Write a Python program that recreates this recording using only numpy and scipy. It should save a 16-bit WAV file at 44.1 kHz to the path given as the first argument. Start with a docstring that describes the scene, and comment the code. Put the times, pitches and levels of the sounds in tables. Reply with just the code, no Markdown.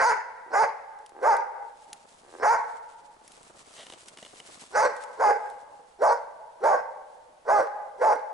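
"""A snowy forest, a hunting dog close to the microphone and a little to the right, faint air behind.
It barks four times, growling before the last three: each bark a hoarse arch of pitch that clears in
its middle, scattered by the trunks into a long echo. Twigs tick. In the pause, steps swish and creak
in cold snow. Six more barks follow. The microphone's limiter flattens the barks throughout."""
import sys
import numpy as np
from scipy import signal
from scipy.fft import rfft, irfft, next_fast_len
from scipy.io import wavfile
from scipy.ndimage import uniform_filter1d, minimum_filter1d, map_coordinates

SR = 44100
rng = np.random.default_rng(int(sys.argv[2]) if len(sys.argv) > 2 else 0)


def inscribe(sig):
    """Save sig as 16-bit PCM at rate SR to the path in sys.argv[1].

    A 1-D sig is mono; a 2-D sig holds one channel per row.
    Samples are clipped to [-1, 1] before scaling.
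    """
    pcm = np.round(np.clip(np.atleast_2d(sig).T, -1, 1) * 32767)
    wavfile.write(sys.argv[1], SR, pcm.astype(np.int16))


N = 367353

# The barks: start/s, end/s, soft start/dB, low pitch/Hz, top pitch/Hz, top at/share of length,
# clearest at/share of length, roughness there/0-1, throat/dB, throat's swell over the bark/dB,
# mouth/dB, rasp/dB, hiss/dB
BARKS = [(0, 0.125, 0.5, 425.7, 489, 0.62, 0.6, 0.11, -34, -0.5, -22.5, -25.5, -40),
         (0.537, .653, -1, 396.3, 446.4, .66, 0.53, 0.11, -30, 4, -21, -29, -44.5),
         (1.232, 1.355, -7, 399.8, 466.7, .47, 0.61, 0.09, -27.5, -13, -19.5, -29.5, -47.5),
         (2.432, 2.559, 0, 421.2, 472.2, .7, 0.54, 0.07, -33, -7.5, -21, -29, -45),
         (4.754, 4.871, -0.5, 418.8, 531.5, .8, 0.33, 0.33, -25.5, 3, -23.5, -27.5, -40),
         (5.203, 5.32, -3.5, 411.9, 458, 0.21, 0.53, 0.27, -25.5, 1, -21, -31, -46.5),
         (6.021, 6.138, -4, 428.3, 477.6, .97, 0.69, 0.42, -24.5, -10.5, -20.5, -32.5, -46),
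         (6.638, 6.757, -1.5, 380.8, 460.7, 0.28, 0.32, 0.23, -24, -7.5, -22.5, -33.5, -51),
         (7.486, 7.615, -1.5, 394.7, 427.3, 0.43, 0.49, 0.16, -23.5, 1, -20.5, -31, -49),
         (8.017, 8.14, -2, 410.5, 451, 0.4, 0.63, 0.31, -25, -5, -21, -34, -50.5)]
# Spectrum of snow packing under a boot: f/Hz, level/dB
TREAD = [(30, -16.5), (250, 0.5), (600, 1), (1200, -3), (4000, -47)]


def barks():
    """The dog, close up: vocal fold pulses and turbulence sound through resonances that follow the jaw."""
    # One bark's gesture: time/share of length, effort/dB, jaw opening/dB, resonance scale/ratio
    gesture = [(-.27, -33.5, 6, .74), (-.08, -14, -6.5, 0.795), (.01, 0, -6.5, 0.893),
               (0.201, -0.76, 0.1, 1.117), (.5, -5, 3.5, 1.03), (.92, -0.5, -2, 0.949),
               (1.09, -10, -7.5, 0.927), (1.45, -26, 0, .82)]
    # Spectra of the voice's four layers: f/Hz, level/dB
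    throat_shape = [(220, -75), (320, -9.5), (410, -14), (500, 15), (600, 14.5), (720, -16), (900, -38.5)]
    mouth_shape = [(450, -37.5), (680, -1), (860, -2), (1000, -1.5), (1150, -3.5), (1400, -53),
                   (2000, -96.5)]
    rasp_shape = [(900, -25), (1300, -3.5), (1560, 7), (1770, -11), (1950, -5), (2250, -13.5),
                  (2600, -25.5), (4200, -59.5)]
    hiss_shape = [(2500, -35), (3300, -18.5), (4300, -6.5), (4750, 5), (5600, -1), (6700, 4.5),
                  (7400, -17.5), (8800, -1), (11000, -26.5)]
    arch_s, clear_s = .024, .0424  # half-widths of the pitch arch and of the clear tone
    quiver, soft_share = .009, .33  # pitch unsteadiness; share of the bark that a soft start lasts
    out = np.zeros(N)
    for (start, end, soft_db, low_hz, top_hz, top_at, clear_at, core_rough,
         throat_db, swell_db, mouth_db, rasp_db, hiss_db) in BARKS:
        length = end - start
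        t = np.arange(start + gesture[0][0] * length, start + gesture[-1][0] * length, 1 / SR)
        t = t[t >= 0]
        share = (t - start) / length
        effort_db, jaw_db, scale = curves(gesture, share)
        arch = np.exp(-((share - top_at) * length / arch_s) ** 2)
        pitch = (low_hz + (top_hz - low_hz) * arch) * (1 + quiver * wobble(70.1, len(t)))
        clear = np.exp(-np.abs((share - clear_at) * length / clear_s) ** 3)
        rough = np.clip(1 + (core_rough - 1) * clear, .05, .97) ** 1.3
        # a fuller throat rings higher, a harder rasp is brighter
        throat = [(hz * (1 + .009 * (throat_db + 29.5)), db) for hz, db in throat_shape]
        tilt_db_per_octave = .7 * (rasp_db + 30)
        rasp = [(hz, db + tilt_db_per_octave * np.log2(hz / rasp_shape[0][0])) for hz, db in rasp_shape]
        # rough folds feed the throat and the rasp more than clean ones
        boom_db = throat_db + 7 * (rough - .5) + swell_db * (np.clip(share, 0, 1) - .5)
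        edge_db = rasp_db + 3.5 * (rough - .5)
        # the voice carries best where the folds lock into a clean tone
        effort_db = effort_db + 3.23 * (1 - rough) ** 2 + soft_db * np.clip(1 - share / soft_share, 0, 1)
        # rough folds open at uneven intervals and with uneven force
        phase = 2 * np.pi * np.cumsum(pitch * (1 + .0495 * rough * wobble(247.8, len(t)))) / SR
        pulses = sum(np.cos(k * phase) / k ** .5 for k in np.arange(1, 24))
        pulses = unit(pulses * amp(4 * rough * wobble(220, len(t))))
        flutter = amp(2.6 * wobble(143, len(t)))
        # spectrum, level/dB, share of the jaw's slide, wander of the resonances, turbulence/dB
        layers = [(throat, boom_db, 1, .02, 9),
                  (mouth_shape, mouth_db + jaw_db + .56, .3, .02, 4.5),
                  (rasp, edge_db, .12, .015, 9.5),
                  (hiss_shape, hiss_db + .65 * jaw_db - .14 * effort_db, .4, .05, 10)]
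        for shape, db, slide, wander, noise_db in layers:
            turbulence = unit(rng.standard_normal(len(t)) * (1 + .32 * np.cos(phase)) * flutter)
            source = np.sqrt(1 - rough) * pulses + amp(noise_db) * np.sqrt(rough) * turbulence
            voiced = tract(source, shape, scale ** slide * (1 + wander * wobble(36.6, len(t))))
            add(out, t[0], steady(voiced, window_s=.009) * amp(db + effort_db))
        # air whistles thinly past the teeth, drifting in pitch and strength
        whistle_hz = 5350 + 330 * wobble(13, len(t)) + 170 * wobble(900, len(t))
        whistle_db = hiss_db + .42 * effort_db - 10.5 + 4 * wobble(30, len(t))
        add(out, t[0], amp(whistle_db) * np.sin(2 * np.pi * np.cumsum(whistle_hz) / SR))
    return out


def tract(source, shape, scale):
    """The vocal tract's resonances slide: a filter on a clock that runs scale times as fast."""
    clock, samples = np.cumsum(np.clip(scale, .5, 2)), np.arange(len(source))
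    stretched = map_coordinates(source, [np.interp(np.arange(clock[-1]), clock, samples)])
    return map_coordinates(coloured(stretched, shape), [clock])


def growls():
    """Slack folds flap slowly, faster as the bark nears; each flap rings the half-closed muzzle."""
    # The growls: start/s, end/s, first level/dB, last level/dB
    spans = [(0.463, 0.527, -51, -45.5), (1.12, 1.23, -52, -46.5), (2.234, 2.424, -57, -42.5)]
    # f/Hz, level/dB, t60/s
    muzzle = [(390, -5, .22), (513, 5.5, .021), (796, 14.5, .007), (1104, -.5, .012), (1560, -5.5, .047)]
    out, t = np.zeros(N), np.arange(SR // 25) / SR
    ring = sum(amp(db - 60 * t / t60) * np.sin(2 * np.pi * hz * t) for hz, db, t60 in muzzle)
    for start, end, first_db, last_db in spans:
        size = int((end - start) * SR)
        flap_hz = np.linspace(62, 90, size) * (1 + .0883 * wobble(60, size))
        cycles = np.floor(np.cumsum(flap_hz) / SR)
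        flaps = np.diff(cycles, prepend=-1) * amp(3.5 * wobble(89, size))
        growl = signal.fftconvolve(flaps + .007 * rng.standard_normal(size), ring)[:size]
        add(out, start, unit(growl) * amp(np.linspace(first_db, last_db, size)))
    return signal.sosfilt(signal.butter(4, (300, 2300), "bandpass", fs=SR, output="sos"), out)


def steps():
    """Cold snow creaks underfoot in single slips, each with a dull crunch."""
    # Slips of packed snow: t/s, level/dB
    slips = [(3.866, -31.5), (3.899, -30.5), (3.922, -31), (3.935, -31), (4.172, -29.5), (4.185, -33),
             (4.226, -29.5), (4.249, -31.5), (4.261, -33.5), (4.4, -30.5)]
    # Resonances of the snow crust: f/Hz, width/Hz, level/dB
    crust_modes = [(620, 180, -3.5), (2000, 310, -5), (2950, 180, 0.5), (3620, 630, -6), (7500, 4700, -16)]

    def crust(hz):
        """The crust rings in resonances of alternating sign."""
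        return sum((-1) ** k * amp(db) * 1j * hz * width / (centre ** 2 - hz ** 2 + 1j * hz * width)
                   for k, (centre, width, db) in enumerate(crust_modes))

    # a boot sinks in, its slips too dense to tell apart
    sink_s, spread_s = 3.806, .034
    sinking = np.exp(-((np.arange(N) / SR - sink_s) / spread_s) ** 2)
    grind = amp(-44 + 3.1 * wobble(400, N)) * sinking * rng.standard_normal(N)
    creaks = filtered(grind + snaps(slips, attack_s=.0011, t60=.014, tail_db=-33, tail_t60=.036), crust)
    crunches = coloured(snaps(slips, attack_s=.0043, t60=.031, tail_db=-25, tail_t60=.049), TREAD)
    return amp(12.5) * creaks + amp(5) * crunches


def twigs():
    """Frozen twigs snap with a bright tick."""
    # The breaks: t/s, level/dB
    breaks = [(.988, -49), (1.062, -36.5), (1.093, -43), (1.3673, -33.5), (1.93, -25.5), (3.278, -36.5),
              (3.3187, -37.5), (3.43, -41), (4.0836, -30.5), (4.965, -38), (5.0374, -33), (5.5, -42.5)]
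    # Spectrum of a break: f/Hz, level/dB
    spectrum = [(200, -31), (1300, -2.5), (11000, 0.5)]
    ticks = snaps(breaks, attack_s=.00066, t60=.0031, tail_db=-10.5, tail_t60=.022)
    return amp(6.5) * coloured(ticks, spectrum)


def snaps(events, attack_s, t60, tail_db, tail_t60):
    """Each break is a quick crack followed by a short crumble."""
    out, t = np.zeros(N), np.arange(SR // 12) / SR
    envelope = (amp(-60 * t / t60) + amp(tail_db - 60 * t / tail_t60)) * (1 - np.exp(-t / attack_s))
    for s, db in events:
        add(out, s, amp(db) * envelope * rng.standard_normal(len(t)))
    return out


def swish():
    """Loose snow brushes past the legs in fine grains and packs under the boots in coarse lumps."""
    # Strength of the brushing: t/s, level/dB
    brushing = [(1.6, -77), (1.88, -61.5), (2.9, -64), (3.2, -70.5), (3.28, -59), (3.55, -57), (3.83, -52),
                (4.02, -57.5), (4.3, -57), (4.55, -51), (4.7, -57.5), (5, -60), (6.1, -74.5)]
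    # Spectrum of loose snow: f/Hz, level/dB
    loose_snow = [(100, -12.5), (700, -1), (2300, -0.5), (3200, 0.5), (6000, 0), (8300, 2.5), (10500, -5)]
    level_db, = curves(brushing, np.arange(N) / SR)
    grains = unit(amp(2.4 * wobble(700, N) + 3.4 * wobble(36, N)))
    lumps = unit(amp(6.2 * np.minimum(wobble(130, N), 2) + .72 * wobble(13, N)))
    brushed = amp(level_db + 1.5) * grains * rush(loose_snow)
    packed = amp(.59 * level_db - 25.5) * lumps * rush(TREAD)
    return brushed + packed


def forest(x):
    """Countless trunks each return a small echo to the microphone; the treble dies first."""
    # Decay among the trunks: f/Hz, t60/s
    decay = [(200, 0.93), (520, 1.7), (700, 1.65), (870, 1.43), (1200, 1.23), (5000, 0.77), (10000, 0.52)]
    # Strength of the echo: f/Hz, level/dB
    scatter = [(250, -7.5), (530, 0), (680, -2), (880, 3), (1150, -0.5), (2000, 6), (10000, -1)]
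    size = int(1.5 * SR)
    t = np.arange(size) / SR
    shared, own = rng.standard_normal(size), rng.standard_normal((2, size))
    early_swell = (1 - np.exp(-t / .0024)) * (1 + 2.18 * np.exp(-t / .049))
    echoes = (.75 * shared + own) * amp(4.86 * wobble(119.5, size)) * early_swell
    hz, age, bands = signal.stft(echoes, SR, nperseg=256)
    tail = signal.istft(bands * amp(-60 * age / along(decay, hz)[:, None]), SR, nperseg=256)[1]
    tail = coloured(tail, scatter) / np.sqrt(SR * .25)
    return signal.fftconvolve(x[None], tail, axes=1)[:, :N]


def air():
    """The forest air, a faint steady rush behind everything."""
    # Spectrum of the air: f/Hz, level/dB
    spectrum = [(25, 2), (300, -7), (700, 4.5), (2400, -10), (11000, -15.5)]
    return amp(-62) * rush(spectrum)


def rush(spectrum):
    """Stereo noise of rms 1, widest in the mid range."""
    # Stereo width: f/Hz, side relative to middle/dB
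    width = [(60, -11), (2000, 2), (8000, -7)]
    mid, side = coloured(rng.standard_normal((2, N)), spectrum)
    side = coloured(side, width)
    return unit(np.array([mid + side, mid - side]))


def amp(db):
    """Decibels to gain."""
    return 10 ** (np.asarray(db) / 20)


def unit(x):
    """Scale to rms 1."""
    return x / np.sqrt(np.mean(x ** 2) + 1e-20)


def steady(x, window_s):
    """x held at rms 1 over a sliding window."""
    return x / np.sqrt(np.abs(uniform_filter1d(x ** 2, max(8, int(window_s * SR)))) + 1e-12)


def along(points, hz):
    """(f/Hz, value) points read at hz on a log axis."""
    f, v = np.transpose(points)
    return np.interp(np.log(hz + 1), np.log(f + 1), v)


def curves(rows, t):
    """Each column after the time, read at the times t."""
    s, *cols = np.transpose(rows)
    return [np.interp(t, s, c) for c in cols]


def wobble(rate, size):
    """A smooth random curve, rate knots a second."""
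    return map_coordinates(rng.standard_normal(int(size * rate / SR) + 4), [np.arange(size) * rate / SR])


def filtered(x, response):
    """x times a complex response of frequency."""
    size = x.shape[-1]
    padded = next_fast_len(size + 4096)
    return irfft(rfft(x, padded) * response(np.fft.rfftfreq(padded, 1 / SR)), padded)[..., :size]


def coloured(x, points):
    """x through a (f/Hz, level/dB) spectrum."""
    return filtered(x, lambda hz: amp(along(points, hz)))


def add(track, s, x):
    """Mix x into the track from time s."""
    start = max(0, round(s * SR))
    part = track[start:start + len(x)]
    part += x[:len(part)]


def scene():
    """The dog stands a little to the right and shifts between barks, so each has its own echo."""
    # The dog at the microphone's two ports: f/Hz, phase lead of the left/rad
    lead = [(100, -0.21), (500, -0.86), (2300, -1.02), (5000, -0.44)]
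    dog, feet = barks() + growls(), steps() + twigs()
    sides = np.array([[1], [-1]])
    direct = filtered(dog, lambda hz: np.exp(.5j * along(lead, hz) * sides)) * amp([[.2], [1.6]])
    shifts_s = [start - .2 for start, *_ in BARKS[1:]]
    stance = np.searchsorted(shifts_s, np.arange(N) / SR)
    echo = sum(forest((dog + amp(-8.5) * feet) * (stance == k)) for k in range(len(BARKS)))
    return direct + feet + amp(-11.5) * echo + swish() + air()


def record(dry):
    """A fast limiter behind the microphone holds the peaks down; a steep low-pass ends the treble."""
    ceiling, top_hz = .25, 11200
    needed = np.minimum(1, ceiling / (np.abs(dry.mean(axis=0)) + 1e-9))
    gain = uniform_filter1d(minimum_filter1d(needed, size=220, origin=80), size=40)
    return filtered(dry * gain, lambda hz: 1 / (1 + (hz / top_hz) ** 120))


dry = scene()
out = record(dry)
inscribe(out)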